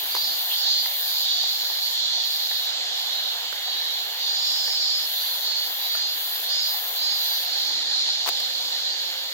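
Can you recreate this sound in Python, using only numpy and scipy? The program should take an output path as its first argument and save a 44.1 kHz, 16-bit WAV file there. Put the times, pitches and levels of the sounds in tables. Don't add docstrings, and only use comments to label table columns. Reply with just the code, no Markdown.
import sys
import numpy as np
from scipy import signal
from scipy.fft import rfft, irfft, next_fast_len
from scipy.io import wavfile
from scipy.ndimage import uniform_filter1d, map_coordinates

SR = 44100
rng = np.random.default_rng(int(sys.argv[2]) if len(sys.argv) > 2 else 0)


def bounce(signal):
    frames = np.transpose(np.atleast_2d(signal))
    limited = np.clip(frames, -1, 1)
    pcm = np.round(limited * 32767).astype(np.int16)
    wavfile.write(sys.argv[1], SR, pcm)


N = 411453
TIME_S = np.arange(N) / SR


def amp(db):
    return 10 ** (np.asarray(db) / 20)


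def unit_rms(x):
    return x / np.sqrt(np.mean(x ** 2) + 1e-20)


def at_hz(rows, hz):
    row_hz, values = np.transpose(rows)
    return np.interp(np.log(hz + 1), np.log(row_hz + 1), values)


def at_time(rows, t):
    row_s, *columns = np.transpose(rows)
    return [np.interp(t, row_s, column) for column in columns]


def filtered(x, response):
    size = next_fast_len(N + 8192)
    return irfft(rfft(x, size) * response(np.fft.rfftfreq(size, 1 / SR)), size)[..., :N]


def coloured(white, spectrum):
    power = np.mean(amp(at_hz(spectrum, np.linspace(0, SR / 2, 4000))) ** 2)
    return filtered(white, lambda hz: amp(at_hz(spectrum, hz)) / np.sqrt(power))


def patchy_noise(patchy_db):
    bins = signal.stft(rng.standard_normal((2, N)), nperseg=512)[2]
    patches = uniform_filter1d(rng.standard_normal(bins.shape[1:]), size=5, axis=0)
    patches = unit_rms(uniform_filter1d(patches, size=10, axis=1))
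    return unit_rms(signal.istft(bins * amp(patchy_db * patches), nperseg=512)[1][:, :N])


# time in seconds, level in dB.
RUSH_LEVEL_DB = [(0, -36.5), (.8, -37.5), (2.3, -39), (2.9, -36), (4.9, -38), (5.6, -37), (8.3, -37.5),
                 (9.33, -38.5)]
RUMBLE_LEVEL_DB = [(0, -61), (.3, -60.5), (.8, -76), (3.4, -81), (3.7, -70.5), (7.4, -68), (7.69, -57),
                   (8.1, -68), (8.4, -63), (8.86, -61), (9.33, -66)]
# frequency in Hz, relative density in dB.
RUSH_SPECTRUM = [(15, -64), (25, -32), (138, -36), (294, -17.5), (325, -22.5), (352, -10.5), (381, -17),
                 (475, -8), (666, -3), (735, 3.5), (1140, -8.5), (1530, -5), (1730, -0.5), (2520, -6),
                 (2900, 2), (3770, -1.5), (6380, -120)]
RUMBLE_SPECTRUM = [(40, -26), (130, -17), (210, -5), (300, 0), (420, -1.5), (600, -27), (900, -90)]


def distant_background(hum_hz=527, hum_start_s=8.3, hum_db=-54.5):
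    rush = amp(at_time(RUSH_LEVEL_DB, TIME_S)[0]) * coloured(patchy_noise(1.55), RUSH_SPECTRUM)
    rumble = amp(at_time(RUMBLE_LEVEL_DB, TIME_S)[0]) * coloured(patchy_noise(2.5), RUMBLE_SPECTRUM)
    hum = np.sqrt(2) * amp(hum_db) * (TIME_S > hum_start_s) * np.sin(2 * np.pi * hum_hz * TIME_S)
    return rush + rumble + hum * [[1], [0]]


# time in seconds, then deep drone, bright drone and sizzle levels in dB.
CHORUS_LEVELS_DB = [(0, -36, -31.5, -42), (.4, -35, -29, -44), (.75, -32.5, -33, -38),
                    (1.0, -34, -29.5, -41), (1.2, -40, -24.5, -41), (1.7, -38, -25, -45),
                    (1.95, -33, -26, -43), (2.5, -39.5, -26.5, -46), (2.85, -32.5, -28, -45.5),
                    (3.3, -36.5, -31, -44), (3.62, -34, -34.5, -41), (3.85, -38.5, -30.5, -45),
                    (4.1, -36, -33.5, -43), (4.28, -37.5, -28, -40), (4.6, -31.5, -32, -46),
                    (4.85, -36.5, -25.5, -43), (5.2, -35, -33.5, -44), (5.5, -34.5, -30.5, -42),
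                    (6.3, -36, -31.5, -46), (7.0, -35.5, -34, -41), (7.42, -34.5, -30.5, -39),
                    (7.55, -40, -24.5, -46), (8.1, -46, -23, -53), (8.35, -35, -26, -44),
                    (8.9, -36.5, -27.5, -49), (9.33, -38, -32, -49)]
# frequency in Hz, relative density in dB. Near cicadas share the sizzle spectrum.
DEEP_DRONE_SPECTRUM = [(1800, -59), (2600, -23), (3000, -7), (3500, 1.5), (3900, -4.5), (4500, -26),
                       (5600, -16), (7400, -13), (8500, -28), (10000, -54), (14000, -90)]
BRIGHT_DRONE_SPECTRUM = [(1470, -72), (2500, -20), (2600, -33.5), (3420, -5.5), (3750, -3.5), (4240, 2.5),
                         (4930, -6), (5700, -17), (6620, -16), (7440, -20), (8700, -46), (10000, -31),
                         (13000, -42), (22000, -120)]
SIZZLE_SPECTRUM = [(5290, -39), (9000, -27.5), (9670, -22), (10800, -6), (12800, 1.5), (14900, -1),
                   (16000, -3.5)]


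def chorus(near_rasp_power, sway_db=0.5, sway_per_s=7):
    deep, bright, far_sizzle = amp(at_time(CHORUS_LEVELS_DB, TIME_S))
    sizzle = np.sqrt(far_sizzle ** 2 + near_rasp_power)
    bands = (deep, DEEP_DRONE_SPECTRUM), (bright, BRIGHT_DRONE_SPECTRUM), (sizzle, SIZZLE_SPECTRUM)
    out = np.zeros((2, N))
    for gain, spectrum in bands:
        sway = map_coordinates(rng.standard_normal(400), [TIME_S * sway_per_s])
        flutter_db = 0.38 * unit_rms(uniform_filter1d(rng.standard_normal(N), size=120))
        noise = unit_rms(amp(flutter_db) * patchy_noise(1.2))
        out += coloured(gain * amp(sway_db * sway) * noise, spectrum)
    return out


# start in seconds, level in dB, knock in Hz, crack re knock in dB, left minus right in dB.
FINGER_TAPS = [(0.15, -17.5, 970, -4, -2), (0.166, -19, 905, -20, -4.0), (0.86, -27, 1970, -2, -9),
               (1.439, -24.5, 784, -9, -1.5), (1.7, -25.5, 850, -8, -1.0), (2.514, -26, 1760, -11, -6),
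               (3.527, -29.5, 1490, 0, -6), (4.679, -35, 1870, 3, -8), (5.951, -27, 1390, -4, -14),
               (8.262, -24, 907, -2, 7), (8.269, -24, 930, 2, 2.5), (8.276, -24.5, 820, 3.5, 10),
               (8.282, -26, 1140, -2, 13), (8.286, -30, 1550, 8, 4), (8.289, -20, 780, 1.5, 12),
               (8.401, -28, 754, 3.5, 2)]
# frequency in Hz, relative density in dB.
CRACK_SPECTRUM = [(400, 7.5), (2200, -0.5), (5000, 2.5), (7500, -7.5), (9000, -11.5), (11000, -8),
                  (16000, -1)]


def finger_taps(low_cut_hz=350, knock_t60_s=0.015, suboctave_t60_s=0.023, crack_t60_s=0.031):
    knocks, cracks = np.zeros((2, N)), np.zeros((2, N))
    t = np.arange(SR // 20) / SR
    for start_s, db, hz, crack_db, pan_db in FINGER_TAPS:
        span = np.s_[:, round(start_s * SR):round(start_s * SR) + len(t)]
        gain = amp(db + 1) * amp([[pan_db / 2], [-pan_db / 2]])
        knock = amp(-60 * t / knock_t60_s) * np.sin(2 * np.pi * hz * t)
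        suboctave = 0.31 * amp(-60 * t / suboctave_t60_s) * np.sin(np.pi * hz * t)
        knocks[span] += gain * (knock + suboctave)
        cracks[span] += gain * amp(crack_db - 60 * t / crack_t60_s) * rng.standard_normal((2, len(t)))
    taps = knocks + coloured(cracks, CRACK_SPECTRUM)
    return filtered(taps, lambda hz: (1j * hz / (low_cut_hz + 1j * hz)) ** 4)


# time in seconds, tymbal rate in Hz.
TYMBAL_RATES_HZ = [
    [(0, 212.8), (.4, 211.6), (.72, 210.7), (.88, 208.1), (1.12, 204.4), (1.28, 198.9), (1.44, 198.5)],
    [(0, 161.6), (.22, 161.5), (.56, 157.6), (.72, 159.5), (1.28, 154.9), (1.44, 154.4), (2.0, 147.7),
     (2.16, 146.5), (2.44, 139.7), (2.72, 136.3)],
    [(2.42, 174.1), (2.72, 174.2), (3.1, 175.2), (3.8, 175.8), (4.08, 177.3), (4.5, 176.7), (5.3, 177.6),
     (5.84, 177.5), (6.0, 178.1), (6.48, 177.3), (6.72, 178.3), (7.2, 176.8), (7.68, 177.5)],
    [(3.66, 195.4), (3.84, 198.5), (4.0, 199.5), (4.24, 200.2), (4.4, 198.7), (4.72, 196.9)],
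    [(4.16, 199.6), (4.32, 201.3), (4.64, 208.4), (4.92, 214.2), (5.12, 214.4), (5.84, 212.9),
     (6.08, 212.1), (6.64, 208.6), (6.88, 205.7), (6.96, 205.7), (7.1, 202.3), (7.34, 202.1), (7.44, 200.6)],
    [(8.32, 209.0), (8.64, 208.1), (8.8, 208.2), (8.9, 209.5), (9.04, 210.3), (9.2, 210.3), (9.28, 209.6)],
]


def tymbals(songs, line_db, shapes_per_s, drift_rad, scatter_db, apart_rad, jitter_cycles, fade_s):
    out = np.zeros((2, N))
    harmonics, cycle_size = np.arange(100), 1024
    for rates, song in zip(TYMBAL_RATES_HZ, songs):
        for note in song:
            on_s, off_s = note[0][0], note[-1][0]
            start_s, stop_s = max(on_s - fade_s, 0), min(off_s + fade_s, N / SR)
            samples = np.arange(int(start_s * SR), int(stop_s * SR))
            t = samples / SR
            fade = np.clip(np.minimum(t - on_s, off_s - t) / fade_s + 1, 0, 1)
            envelope = amp(at_time(note, t)[0]) * fade
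            shape_s = start_s + np.arange(int((stop_s - start_s) * shapes_per_s) + 2) / shapes_per_s
            draws = rng.standard_normal((5, 45, len(harmonics)))[:, :len(shape_s)]
            turn, echoes, scatter = draws[0], draws[1:3], draws[3:]
            angle = 10 * turn[0] + drift_rad * np.cumsum(turn, axis=0)
            angle = angle + apart_rad * echoes[:, :1] + drift_rad * echoes
            line_hz = harmonics * at_time(rates, shape_s)[0][:, None]
            weights = amp(line_db(harmonics, line_hz, note, shape_s) + scatter_db * scatter)
            shapes = irfft(weights * np.exp(1j * angle), cycle_size)
            shapes /= shapes.std(axis=2, keepdims=True)
            shapes = np.concatenate([shapes, shapes[..., :1]], axis=2)
            muscle_jitter = unit_rms(uniform_filter1d(rng.standard_normal(len(t)), size=400))
            phase = (np.cumsum(at_time(rates, t)[0]) / SR + jitter_cycles * muscle_jitter) % 1
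            position = [(t - start_s) * shapes_per_s, phase * cycle_size]
            for port, wavetable in zip(out, shapes):
                port[samples] += envelope * map_coordinates(wavetable, position, order=1)
    return out


def sizzle_note(start_s, length_s, db, attack_s=0.1, release_s=0.09):
    knots_s = np.array([0, min(attack_s, length_s / 2), max(length_s - release_s, length_s / 2), length_s])
    return np.transpose([start_s + knots_s, db + np.array([-7, 0, 0, -8.5])])


# start in seconds, length in seconds, clean level in dB, rasp in dB.
SIZZLE_NOTES = [
    [(0, 0.082, -34, -32), (.32, 0.28, -34, -33.5), (.86, 0.22, -30.5, -42), (1.24, 0.2, -41, -48)],
    [(0, 0.54, -33, -40), (.76, .48, -35.5, -33.5), (1.44, .49, -40.5, -34.5), (2.2, .45, -42, -35.5),
     (2.92, .48, -47.5, -40.5), (3.48, .14, -55, -42)],
    [(7.5, 0.18, -40, -46)],
    [(3.72, .5, -41.5, -44), (4.4, 0.34, -40.5, -42)],
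    [(4.98, .46, -30, -41), (5.58, .37, -31.5, -40), (6.08, .37, -29.5, -38), (6.62, 0.35, -30.5, -34),
     (7.14, 0.3, -30.5, -39)],
    [(8.32, .48, -42, -53), (8.95, .38, -43, -46)],
]


def near_sizzle():
    songs = [[sizzle_note(*row[:3]) for row in song] for song in SIZZLE_NOTES]
    return tymbals(songs, lambda harmonics, hz, note, t: at_hz(SIZZLE_SPECTRUM, hz), shapes_per_s=10,
                   drift_rad=0.25, scatter_db=3.5, apart_rad=1.3, jitter_cycles=0.0004, fade_s=0.03)


def rasp_power(rise_s=0.066, fall_db_per_s=150, break_s=0.12, break_db=-2):
    power = np.zeros(N)
    for song in SIZZLE_NOTES:
        for start_s, length_s, clean_db, rasp_db in song:
            left_s = start_s + length_s - TIME_S
            rise = np.clip((TIME_S - start_s) / rise_s, 0, 1) if start_s > 0 else 1
            fall = amp(fall_db_per_s * np.minimum(left_s, 0))
            breakup = np.clip(1 - left_s / break_s, 0, 1) * amp(clean_db + break_db) ** 2
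            power += (rise * fall) ** 2 * (amp(rasp_db) ** 2 + breakup)
    return power


def drone_note(start_s, length_s, db, first_hz, lifted_hz, attack_s=0.058, release_s=0.08):
    lift_s = min(max(0.33 * length_s, 0.047), length_s)
    hold_s = [min(attack_s, length_s / 2), max(length_s - release_s, length_s / 2)]
    knots_s = np.sort([0, lift_s, *hold_s, length_s])
    attack_db = -4.5 * (1 - knots_s / attack_s)
    release_db = -6 * (1 - (length_s - knots_s) / release_s)
    level_db = db + np.minimum(np.minimum(attack_db, release_db), 0)
    resonance_hz = np.interp(knots_s, [0, lift_s], [first_hz, lifted_hz])
    return np.transpose([start_s + knots_s, level_db, resonance_hz])


# frequency over resonance frequency, gain in dB.
ABDOMEN_RESPONSE = [(.6, -45), (.66, -28), (.78, -11), (.88, -4), (.97, 0), (1.1, 0), (1.17, -10),
                    (1.26, -23), (1.46, -15), (1.6, -24), (1.8, -38), (2.1, -70)]
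# harmonic number, gain in dB.
HARMONIC_GAINS_DB = [(17, -3), (18, 1), (19, -6), (20, 5), (21, -7), (22, 4), (23, 0), (24, 2), (25, -1),
                     (26, -3), (28, 0)]
# start in seconds, length in seconds, level in dB, resonance in Hz at first and once lifted.
DRONE_NOTES = [
    [(.12, .24, -25.5, 4280, 4430), (.64, 0.23, -22.5, 4080, 4220)],
    [(.515, 0.063, -21, 3200, 4330), (.59, .22, -23, 4650, 4400), (1.24, 0.28, -24.5, 4000, 4210),
     (1.96, 0.32, -25.5, 3820, 4050)],
    [(2.42, 0.34, -29.5, 3860, 3920), (3.06, .3, -28, 3660, 3850), (3.72, .34, -28, 3460, 3930),
     (4.42, 0.16, -26.5, 3970, 4300), (5.12, 0.26, -27.5, 3550, 4170), (5.8, 0.13, -27.5, 4030, 4260),
     (6.44, 0.36, -27, 3780, 4450), (7.16, .28, -25.5, 4200, 4240)],
    [(3.621, 0.16, -28.5, 3920, 4200)],
    [(4.2, 0.85, -25, 4100, 4790), (5.42, .26, -25.5, 4170, 4315), (5.9, .24, -24.5, 4140, 4300),
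     (6.5, .2, -25, 4500, 4730), (6.97, .23, -23, 4120, 4500)],
    [(8.84, .14, -28, 4350, 4230)],
]


def near_drone():
    def line_db(harmonics, hz, note, t):
        resonance_hz = at_time(note, t)[1][:, None]
        return at_hz(ABDOMEN_RESPONSE, hz / resonance_hz) + at_hz(HARMONIC_GAINS_DB, harmonics)

    songs = [[drone_note(*row) for row in song] for song in DRONE_NOTES]
    return tymbals(songs, line_db, shapes_per_s=40,
                   drift_rad=0.6, scatter_db=4.5, apart_rad=0.8, jitter_cycles=0.001, fade_s=0.025)


# frequency in Hz, left-right coherence from 0 to 1.
PORT_COHERENCE = [(40, .3), (250, .88), (800, .8), (2000, .64), (4200, .47), (6500, .22), (13000, .22)]


def diffuse(pair):
    def mid_side_gains(hz):
        angle = np.arccos(np.clip(at_hz(PORT_COHERENCE, hz), 0, 1)) / 2
        return np.array([np.cos(angle), np.sin(angle)])

    mid, side = filtered(pair, mid_side_gains)
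    return np.array([mid + side, mid - side])


# frequency in Hz, left minus right in dB.
PORT_BALANCE_DB = [(60, -3), (110, 3), (200, -1), (380, 3), (700, -1.0), (1290, 0), (2380, -5),
                   (4400, -3.0), (8120, 1), (15000, 6.5)]
# frequency in Hz, phase lead of the left port in radians.
PORT_LEAD_RAD = [(0, 2.5), (340, -0.06), (690, 1.72), (950, 1.27), (2300, 2), (3300, 2.5), (6400, 5),
                 (12000, 16.5), (16000, 18)]


def microphone_ports(pair):
    def response(hz):
        left = amp(at_hz(PORT_BALANCE_DB, hz) / 2) * np.exp(0.5j * at_hz(PORT_LEAD_RAD, hz))
        return np.array([left, 1 / left])

    return filtered(pair, response)


def scene():
    near_cicadas = near_drone() + near_sizzle()
    scattered = diffuse(chorus(rasp_power()) + distant_background())
    return microphone_ports(near_cicadas + scattered) + finger_taps()


def record(dry):
    limit_hz = 15800
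    return filtered(dry, lambda hz: hz < limit_hz)


dry = scene()
out = record(dry)
bounce(out)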